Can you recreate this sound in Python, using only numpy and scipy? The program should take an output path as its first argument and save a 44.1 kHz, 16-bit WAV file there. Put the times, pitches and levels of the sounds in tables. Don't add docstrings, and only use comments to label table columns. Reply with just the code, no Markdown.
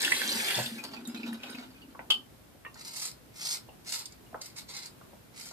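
import sys
import numpy as np
from scipy import signal
from scipy.fft import rfft, irfft, next_fast_len
from scipy.io import wavfile
from scipy.ndimage import uniform_filter1d

SR = 44100
rng = np.random.default_rng(int(sys.argv[2]) if len(sys.argv) > 2 else 0)


def natural_amplitude(level_db):
    exponent = np.asarray(level_db, float) / 20
    return 10 ** exponent


def wav_out(sig):
    wavfile.write(sys.argv[1], SR, np.round(np.clip(np.atleast_2d(sig).T, -1, 1) * 32767).astype(np.int16))


N = 243431
TIME = np.arange(N) / SR
PUFF_SAMPLES = 1000
POSE = SR // 11


def rms_one(x):
    return x / np.sqrt(np.mean(x ** 2) + 1e-20)


def filtered(x, order, hz, kind):
    return signal.sosfilt(signal.butter(order, hz, kind, fs=SR, output="sos"), x)


def coloured(x, spectrum):
    size = next_fast_len(N)
    hz, level_db = np.transpose(spectrum)
    log_hz = np.log(np.fft.rfftfreq(size, 1 / SR) + 1)
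    gain = natural_amplitude(np.interp(log_hz, np.log(hz), level_db))
    return rms_one(irfft(rfft(x, size) * gain, size)[..., :N])


def drift(rate_hz):
    r = np.exp(-2 * np.pi * rate_hz / SR)
    slow = signal.lfilter([1], [1, -2 * r, r * r], rng.standard_normal(N + SR))
    return rms_one(slow[SR:])


def grains(per_s, spread_db):
    sizes = natural_amplitude(spread_db * np.minimum(rng.exponential(1, N), 5.5))
    signs = rng.choice([-1, 1], N)
    return sizes * signs * (rng.random(N) < per_s / SR)


def resonate(x, modes):
    out = 0
    for k, (hz, width_hz, level_db) in enumerate(modes):
        r = np.exp(-np.pi * width_hz / SR)
        poles = [1, -2 * r * np.cos(2 * np.pi * hz / SR), r * r]
        ring = signal.lfilter([1, 0, -1], poles, x + 1e-18)
        out = out + (-1) ** k * natural_amplitude(level_db) * (1 - r * r) * ring
    return rms_one(out)


def add(out, s, burst):
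    at = round(s * SR)
    out[at:at + len(burst)] += burst[:N - at]


def tone(hz, t60, rise=0, swell=0.00025):
    t = np.arange(int(t60 * SR)) / SR
    sine = np.sin(2 * np.pi * hz * t * (1 + rise * t / t60 / 2))
    return sine * natural_amplitude(-60 * t / t60) * (1 - np.exp(-t / swell))


def crack(t60):
    return rng.standard_normal(PUFF_SAMPLES) * natural_amplitude(-60 * TIME[:PUFF_SAMPLES] / t60)


def stereo(mid, side, alike_hz):
    side = filtered(side, 1, alike_hz, "high")
    return np.array([mid + side, mid - side]) / np.sqrt(2)


# f/Hz, level/dB (per Hz)
QUIET_COLOUR = [(15, -39), (30, -18.5), (60, 1), (85, -4.5), (125, 0.5), (240, -2), (400, -7),
                (1000, -14.5), (2500, -20.5), (4000, -22.5), (6500, -26), (15000, -23.5)]
# f/Hz, width/Hz, level/dB
MOTOR_HUM = [(58.66, 7.2, 0.81), (118, 15, 2)]


def room_tone():
    hum_gain = natural_amplitude(-68.5 + 2.4 * drift(3))
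    hum = hum_gain * resonate(rng.standard_normal(N), MOTOR_HUM)
    noise = stereo(*rng.standard_normal((2, N)), 180)
    return hum + natural_amplitude(-55.5) * coloured(noise * natural_amplitude(0.6 * drift(2.0)), QUIET_COLOUR)


JET_DB, SHUT_S = -34.5, 0.575
CHOKE_S, CHOKE_DB, DRIBBLE_S, DRIBBLE_DB = 0.1, 12, 0.13, 8
BOOM_DB, BOOM_LUMP_DB = -58.5, 1.5
HAMMER_DB, HAMMER_RISE_S, HAMMER_FALL_S = -33.5, 0.0088, 0.065


def flow():
    choked_s, choked_db = SHUT_S + CHOKE_S, JET_DB - CHOKE_DB
    turns_s = [SHUT_S, choked_s, choked_s + DRIBBLE_S]
    jet_db = np.interp(TIME, turns_s, [JET_DB, choked_db, choked_db - DRIBBLE_DB], right=-120)
    since = TIME - SHUT_S
    hammer_db = HAMMER_DB - 20 * np.maximum(-since / HAMMER_RISE_S, since / HAMMER_FALL_S)
    return jet_db, np.maximum(BOOM_DB + BOOM_LUMP_DB * drift(9), hammer_db)


# f/Hz, level/dB (per Hz)
JET_COLOUR = [(180, -56), (300, -8), (383, -1), (568, -3), (627, -11), (814, -6.5), (1270, -10.5),
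              (1700, 2.5), (2600, -6), (3790, -3.5), (6000, -4), (9490, -11.5), (13800, -15.5),
              (15000, -25)]


def tap():
    jet_db, boom_db = flow()
    running = jet_db > -100
    pitches = np.geomspace(1500, 9000, 10)
    dealt = rng.integers(0, 10, N)
    born = grains(2500 * natural_amplitude(2.3 * drift(53)), 4.37) * running
    bubbles = 1.06 * resonate(born * (dealt == 0), [(1650, 130, 0)])
    for k, hz in enumerate(pitches):
        bubbles += resonate(born * (dealt == k), [(hz, hz / 9, 0)]) * np.sqrt(hz / 3000)
    hiss = rng.standard_normal(N) * natural_amplitude(0.5 * drift(19))
    spray = hiss + 0.26 * rms_one(bubbles)
    boom = resonate(rng.standard_normal(N), [(135, 33, 3.5), (327, 200, -9.5), (496, 94, -3.5)])
    spray = coloured(spray * running, JET_COLOUR) * np.sqrt(np.mean(running))
    return natural_amplitude(jet_db) * spray + natural_amplitude(boom_db - 3.5) * boom * running


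# t/s, level/dB
PIPE_BREATH = [
    (0.0, -49.5),
    (0.67, -53),
    (0.9, -46),
    (1.3, -49),
    (1.75, -57.5),
    (2.05, -58.5),
    (2.2, -53),
    (2.3, -80),
]
# f/Hz, width/Hz, level/dB
PIPE_MODES = [(239.6, 24.3, 2), (277, 38, -2), (312, 13, 0), (380.6, 67, -10.5)]
# t/s, level/dB (peak), t60/s
PIPE_GLUGS = [(0.255, -34, 0.086), (0.284, -41.5, 0.078), (0.337, -32, 0.073), (0.36, -25, 0.057),
              (0.394, -37.5, 0.13), (0.584, -48, 0.33), (0.665, -37.5, 0.14), (0.72, -32, 0.13),
              (0.765, -40, 0.15), (0.85, -43.5, 0.12), (0.93, -35, 0.067), (0.97, -41.5, 0.24),
              (1.081, -29, 0.11), (1.113, -39, 0.059), (1.147, -26.5, 0.064), (1.19, -33, 0.13),
              (1.242, -35.5, 0.34), (1.287, -29, 0.089), (1.324, -32.5, 0.2), (1.438, -48, 0.08),
              (1.505, -34, 0.058), (1.55, -28.5, 0.043), (1.585, -32.5, 0.098), (1.66, -50, 0.31),
              (1.74, -53, 0.25), (1.84, -55, 0.17)]
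COLUMN_HZ, REFILL_S, REFILL_HZ_PER_S, GLUG_SCATTER = 230.2, 1.33, 75, 0.0141


def drain_pipe():
    gusts = rng.standard_normal(N) * natural_amplitude(3.8 * drift(6.4))
    breath_db = np.interp(TIME, *np.transpose(PIPE_BREATH), right=-120)
    breath = natural_amplitude(breath_db - 0.5) * resonate(gusts, PIPE_MODES)
    swell, after = np.zeros(N), TIME[:POSE]
    for s, peak_db, t60 in PIPE_GLUGS:
        shape = natural_amplitude(-60 * after / t60) * (1 - np.exp(-after / 0.013))
        add(swell, s - 0.006, natural_amplitude(peak_db + 7) * shape)
    born = np.transpose(PIPE_GLUGS)[0]
    pitch = COLUMN_HZ + REFILL_HZ_PER_S * np.clip(born - REFILL_S, 0, None)
    pitch = pitch * (1 + GLUG_SCATTER * rng.standard_normal(len(born)))
    latest = np.clip(np.searchsorted(born - 0.006, TIME) - 1, 0, None)
    hz = pitch[latest]
    glugs = swell * np.sin(2 * np.pi * np.cumsum(hz) / SR)
    return filtered(breath + glugs, 2, 110, "high")


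# t/s, level/dB (peak), f/Hz, splash level/dB (under the bubble)
WATER_DRIPS = [(0.0482, -21.5, 3260, -4), (0.1204, -10, 1875, -18), (0.292, -19.5, 4020, -30),
               (0.3185, -20.5, 4540, -33), (0.506, -26.5, 2770, -4), (0.5427, -23.5, 3380, -23),
               (0.6605, -34.5, 3690, -2.5), (0.7802, -59, 2430, -24), (0.8388, -34, 4500, -8),
               (0.935, -40.5, 890, -16), (1.052, -35.5, 3670, -15), (1.0735, -36.5, 7240, -11),
               (1.1735, -40, 4010, -14), (1.2318, -29.5, 2470, -27), (1.329, -32.5, 1780, -20),
               (1.33, -48, 9000, -6), (1.4336, -37, 2480, -6.5), (1.502, -40.5, 8800, -20),
               (1.5472, -33.5, 2480, -32), (1.5847, -40, 2160, -12), (1.8173, -41.5, 2810, -30)]


def drips():
    out = np.zeros(N)
    for s, peak_db, hz, splash_db in WATER_DRIPS:
        around = [(hz, 1.23 * hz, 0)]
        add(out, s, natural_amplitude(peak_db + 7.0) * tone(hz, 0.015, rise=0.13))
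        add(out, s, natural_amplitude(peak_db + splash_db) * resonate(resonate(crack(0.0073), around), around))
    return out


# t/s, level/dB (peak)
WATER_SURGES = [(0.788, -46), (0.84, -41), (0.94, -44.5), (1.0, -59), (1.079, -44), (1.145, -43.5),
                (1.199, -46.5), (1.268, -45), (1.335, -45.5), (1.437, -39), (1.38, -53), (1.475, -42.5),
                (1.51, -45.5), (1.546, -43), (1.585, -48.5), (1.818, -67)]
SURGE_RISE_DB_PER_S, SURGE_FALL_DB_PER_S = 903, 230
SEEP_DB, SEEP_FALL_DB_PER_S, SEEP_END_S = -60.5, 4, 1.93
SPATTER_DB, SPATTER_FALL_DB_PER_S, SPATTER_UNDER_SURGE_DB = -41.5, 102, -15.5


def runoff():
    coarse = TIME[::50]
    peak_s, peak_db = np.array(WATER_SURGES).T[:, :, None]
    late = coarse - peak_s
    surge_db = peak_db - np.maximum(-SURGE_RISE_DB_PER_S * late, SURGE_FALL_DB_PER_S * late)
    surge = natural_amplitude(np.interp(TIME, coarse, surge_db.max(axis=0)))
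    since = TIME - SHUT_S
    running = (TIME > SHUT_S) & (TIME < SEEP_END_S)
    seep = natural_amplitude(SEEP_DB - SEEP_FALL_DB_PER_S * since)
    spray = natural_amplitude(SPATTER_DB - SPATTER_FALL_DB_PER_S * since) + natural_amplitude(SPATTER_UNDER_SURGE_DB) * surge
    return running * (surge + seep), running * spray


# f/Hz, level/dB (per Hz)
TRICKLE_COLOUR = [(240, -47), (400, 4), (622, -2), (864, 0.5), (1200, -8.5), (1380, 3.5), (2000, -4.5),
                  (2480, -6.5), (6000, -9), (7800, -17.5), (13200, -120)]
# f/Hz, width/Hz, level/dB
BASIN_MODES = [(872, 120, -7.5), (1490, 48.6, -5), (1850, 64, -17), (2480, 50, 4.5), (2810, 70, -14),
               (3820, 91, -7), (4560, 160, 2), (5046, 34, -0.5)]


def trickle():
    drops = grains(1500 * natural_amplitude(7 * drift(30)), 3.33)
    corner = rng.integers(0, len(BASIN_MODES), N // 1000 + 1).repeat(1000)[:N]
    rings = 0
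    for k, mode in enumerate(BASIN_MODES):
        rings = rings + natural_amplitude(mode[2]) * resonate(drops * (corner == k), [mode])
    trickle_gain, spatter_gain = runoff()
    water = rms_one(coloured(drops, TRICKLE_COLOUR) + 0.53 * rms_one(rings))
    spatter = rms_one(filtered(drops, 2, 6000, "high"))
    return natural_amplitude(-3.0) * (trickle_gain * water + spatter_gain * spatter)


# t/s, level/dB (peak), f/Hz, t60/s
DULL_KNOCKS = [(.585, -25, 710, 0.028), (.599, -34, 490, 0.024), (1.949, -38, 979, 0.025),
               (1.992, -30.5, 1550, .015), (2.548, -47, 560, 0.023), (2.649, -34.5, 1800, 0.033),
               (2.663, -41.5, 1100, 0.051), (2.756, -47, 1300, 0.032), (3.687, -42.5, 730, 0.062),
               (4.329, -40, 627, 0.015), (4.344, -25.5, 1110, 0.012), (4.356, -42, 900, .015),
               (5.012, -42, 1230, 0.022), (5.132, -42, 550, 0.012), (5.511, -41.5, 1020, .025)]
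# t/s, level/dB (peak), f/Hz, t60/s
PIVOT_TICKS = [
    (2.657, -32, 1850, 0.098),
    (2.662, -41, 2740, 0.059),
    (2.765, -42, 1880, 0.066),
    (3.691, -41.5, 2810, 0.019),
    (4.262, -57, 2860, 0.06),
]


def knocks():
    out = np.zeros(N)
    for s, peak_db, hz, t60 in DULL_KNOCKS:
        push = filtered(crack(0.8 * t60), 4, [0.35 * hz, 1.35 * hz], "band")
        add(out, s, natural_amplitude(peak_db + 3.0) * tone(hz, t60, swell=0.0012))
        add(out, s, natural_amplitude(peak_db - 8) * rms_one(push))
    for s, peak_db, hz, t60 in PIVOT_TICKS:
        add(out, s, natural_amplitude(peak_db) * tone(hz, t60))
    return out


# t/s, level/dB (peak)
RIM_TOUCHES = [
    (2.1019, -23),
    (2.1046, -14.5),
    (2.1106, -33.5),
    (2.118, -23),
]
# f/Hz, level/dB, t60/s
RIM_MODES = [(2857, -6.5, 0.017), (3070, -2, .03), (3116, -4.5, 0.027), (3490, -14.5, .02),
             (4300, -49, 0.011)]


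def clink():
    out = np.zeros(N)
    snap = [(344, 120, 8.5), (1300, 520, 9), (4260, 770, 8.5), (6900, 2000, 3.5), (13000, 4000, -28.5)]
    for s, peak_db in RIM_TOUCHES:
        for hz, level_db, t60 in RIM_MODES:
            add(out, s, natural_amplitude(peak_db + level_db + 10.5) * tone(hz, t60, swell=0.0007))
        add(out, s, natural_amplitude(peak_db - 15) * resonate(crack(0.0037), snap))
    return out


# touch t/s, hardest t/s, lift t/s, pressure level/dB, brightness level/dB
RAZOR_STROKES = [(2.747, 2.815, 2.845, -47.5, -6), (2.816, 2.867, 3.16, -49, -1),
                 (2.8, 3.052, 3.13, -40, -1), (3.32, 3.42, 3.5, -46, 0), (3.358, 3.513, 3.6, -32.5, -4),
                 (3.85, 3.919, 4.07, -36, -2.5), (4.1, 4.124, 4.17, -58, -9), (4.404, 4.42, 4.54, -48, 1),
                 (4.548, 4.577, 4.65, -45, -2), (4.665, 4.7, 4.8, -47, -5.5),
                 (4.68, 4.774, 4.86, -43, -6.5), (4.77, 4.853, 4.905, -46, -6),
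                 (5.33, 5.392, 5.7, -47.5, -1)]
EDGE_DB, RISE_POWER, FALL_POWER = 29.5, 2.36, 1.69


def hand():
    touch, hardest, lift, level_db, bright_db = np.array(RAZOR_STROKES).T[:, :, None]
    t = TIME[::50]
    before = np.clip((hardest - t) / (hardest - touch), 0, 9)
    after = np.clip((t - hardest) / (lift - hardest), 0, 9)
    pressure_db = level_db - EDGE_DB * (before ** RISE_POWER + after ** FALL_POWER)
    bright_now = bright_db[pressure_db.argmax(axis=0), 0]
    return np.interp(TIME, t, pressure_db.max(axis=0)), np.interp(TIME, t, bright_now)


# t/s, level/dB (peak)
HAIR_TUFTS = [(2.7435, -32.5), (2.7955, -31), (2.849, -28), (3.0545, -19), (2.9833, -36), (3.0314, -29),
              (3.1146, -30), (3.4156, -40), (3.474, -34), (3.494, -22), (3.503, -30), (3.5235, -32),
              (3.559, -33), (3.8477, -38.5), (3.8766, -34), (3.8977, -32), (3.924, -37), (3.9514, -19),
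              (3.9903, -21), (4.0566, -22), (4.123, -32.5), (4.416, -26), (4.4582, -26), (4.566, -32),
              (4.6867, -39), (4.7656, -20.5), (4.8584, -21.5), (5.3865, -34), (5.4144, -31), (5.456, -32.5)]
# f/Hz, level/dB (per Hz)
CUT_COLOUR = [(1650, -78), (2800, -21), (3710, -12), (4030, -4.5), (4800, 1), (5530, 1), (8490, -6.5),
              (9170, -11), (13800, -20), (15000, -19)]
# f/Hz, width/Hz, level/dB
BLADE_MODES = [(4084, 51, -5.5), (4540, 84, 12), (4995, 28, -3), (5360, 18, -23.5), (5850, 47, 0),
               (5960, 20, 18), (6560, 260, 33.5), (6780, 27, 26), (8730, 39, -25), (9630, 25, 6)]
# f/Hz, level/dB (per Hz)
SCRAPE_COLOUR = [(240, -51), (400, -11.5), (972, -5.5), (1200, -9), (1360, -1), (1580, -5.5), (2130, 2.5),
                 (3200, -15), (4160, -6.5), (7040, -120)]
DRAG_DB, DRAG_FOLLOWS = -57, 0.61


def razor():
    pressure_db, bright_db = hand()
    hairs = natural_amplitude(pressure_db - 1.8) * rms_one(grains(4000 * natural_amplitude(4 * drift(60)), 3.68))
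    drag_db = DRAG_DB + 46 - (1 - DRAG_FOLLOWS) * (pressure_db + 43.5)
    drag = hairs * natural_amplitude(np.minimum(drag_db, 9.0))
    for s, peak_db in HAIR_TUFTS:
        add(hairs, s, natural_amplitude(peak_db - 10) * crack(0.012))
    snap = coloured(hairs, CUT_COLOUR)
    damped_blade = np.multiply(BLADE_MODES, [1, 2.5, 1])
    snap = rms_one(snap + 0.099 * resonate(snap, damped_blade))
    top = signal.sosfiltfilt(signal.butter(2, 5800, "high", fs=SR, output="sos"), snap)
    steel = snap + top * (natural_amplitude(np.clip(bright_db + 2.5, -12, 8)) - 1)
    return np.std(hairs) * steel + natural_amplitude(1.0) * np.std(drag) * coloured(drag, SCRAPE_COLOUR)


# f/Hz, t60/s
ROOM_DECAY = [(200, 0.2), (1000, 0.22), (3000, 0.18), (12000, 0.17)]
EARLY_DB, EARLY_S = 10, 0.0027
DIRECT_DB, ALIKE_BELOW_HZ = -8.5, 360


def echoes(count):
    t, tail = TIME[:2 * POSE], 0
    middles = [np.sqrt(a[0] * b[0]) for a, b in zip(ROOM_DECAY, ROOM_DECAY[1:])]
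    edges = [30] + middles + [20000]
    dense = stereo(*rng.standard_normal((2, count, len(t))), ALIKE_BELOW_HZ)
    dense = dense * np.clip(t / 0.002, 0, 1) * (1 + natural_amplitude(EARLY_DB) * np.exp(-t / EARLY_S))
    for (hz, t60), low, high in zip(ROOM_DECAY, edges, edges[1:]):
        band = filtered(dense, 2, [low, high], "band")
        tail = tail + band * natural_amplitude(-60 * t / t60) / np.sqrt(t60)
    tail = rms_one(tail) / np.sqrt(len(t))
    tail[0, np.arange(count), rng.integers(3, 10, count)] += natural_amplitude(DIRECT_DB)
    tail[1, :, 0] += natural_amplitude(DIRECT_DB)
    return tail


def bathroom(x):
    starts = np.arange(0, N + POSE, POSE)
    out = np.zeros((2, N + 2 * SR))
    fade = np.sin(np.pi * np.arange(2 * POSE) / (2 * POSE))
    x = np.pad(x, (POSE, 2 * POSE))
    pieces = np.array([x[at:at + 2 * POSE] * fade for at in starts])
    wet = signal.fftconvolve(pieces[None], echoes(len(starts)), axes=2)
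    for k, at in enumerate(starts):
        out[:, at:at + wet.shape[2]] += wet[:, k]
    return out[:, POSE:N + POSE]


def scene():
    drain_water = trickle()
    column = drain_pipe() * natural_amplitude(np.array([[0.4], [-0.4]]))
    near = natural_amplitude(6.5) * (tap() + drain_water + razor()) + drips() + knocks() + clink()
    return bathroom(near) + column + natural_amplitude(1.0) * room_tone()


def low_pass(x):
    return signal.sosfilt(signal.butter(12, 15700, fs=SR, output="sos"), x)


def record(dry):
    bass = signal.sosfiltfilt(signal.butter(2, 95, fs=SR, output="sos"), dry)
    pipe = filtered(dry, 2, [180, 350], "band")
    treble = np.diff(dry, prepend=0)
    power = np.mean(treble ** 2 + 0.6 * pipe ** 2, axis=0)
    loud_db = 10 * np.log10(uniform_filter1d(power, size=3000) + 1e-12)
    duck = 1 - natural_amplitude(-np.clip(3.6 * (loud_db + 48.5), 0, 16))
    top_cut = signal.ellip(10, 0.5, 55, 14550, fs=SR, output="sos")
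    return low_pass(signal.sosfilt(top_cut, dry - duck * bass))


dry = scene()
out = record(dry)
wav_out(out)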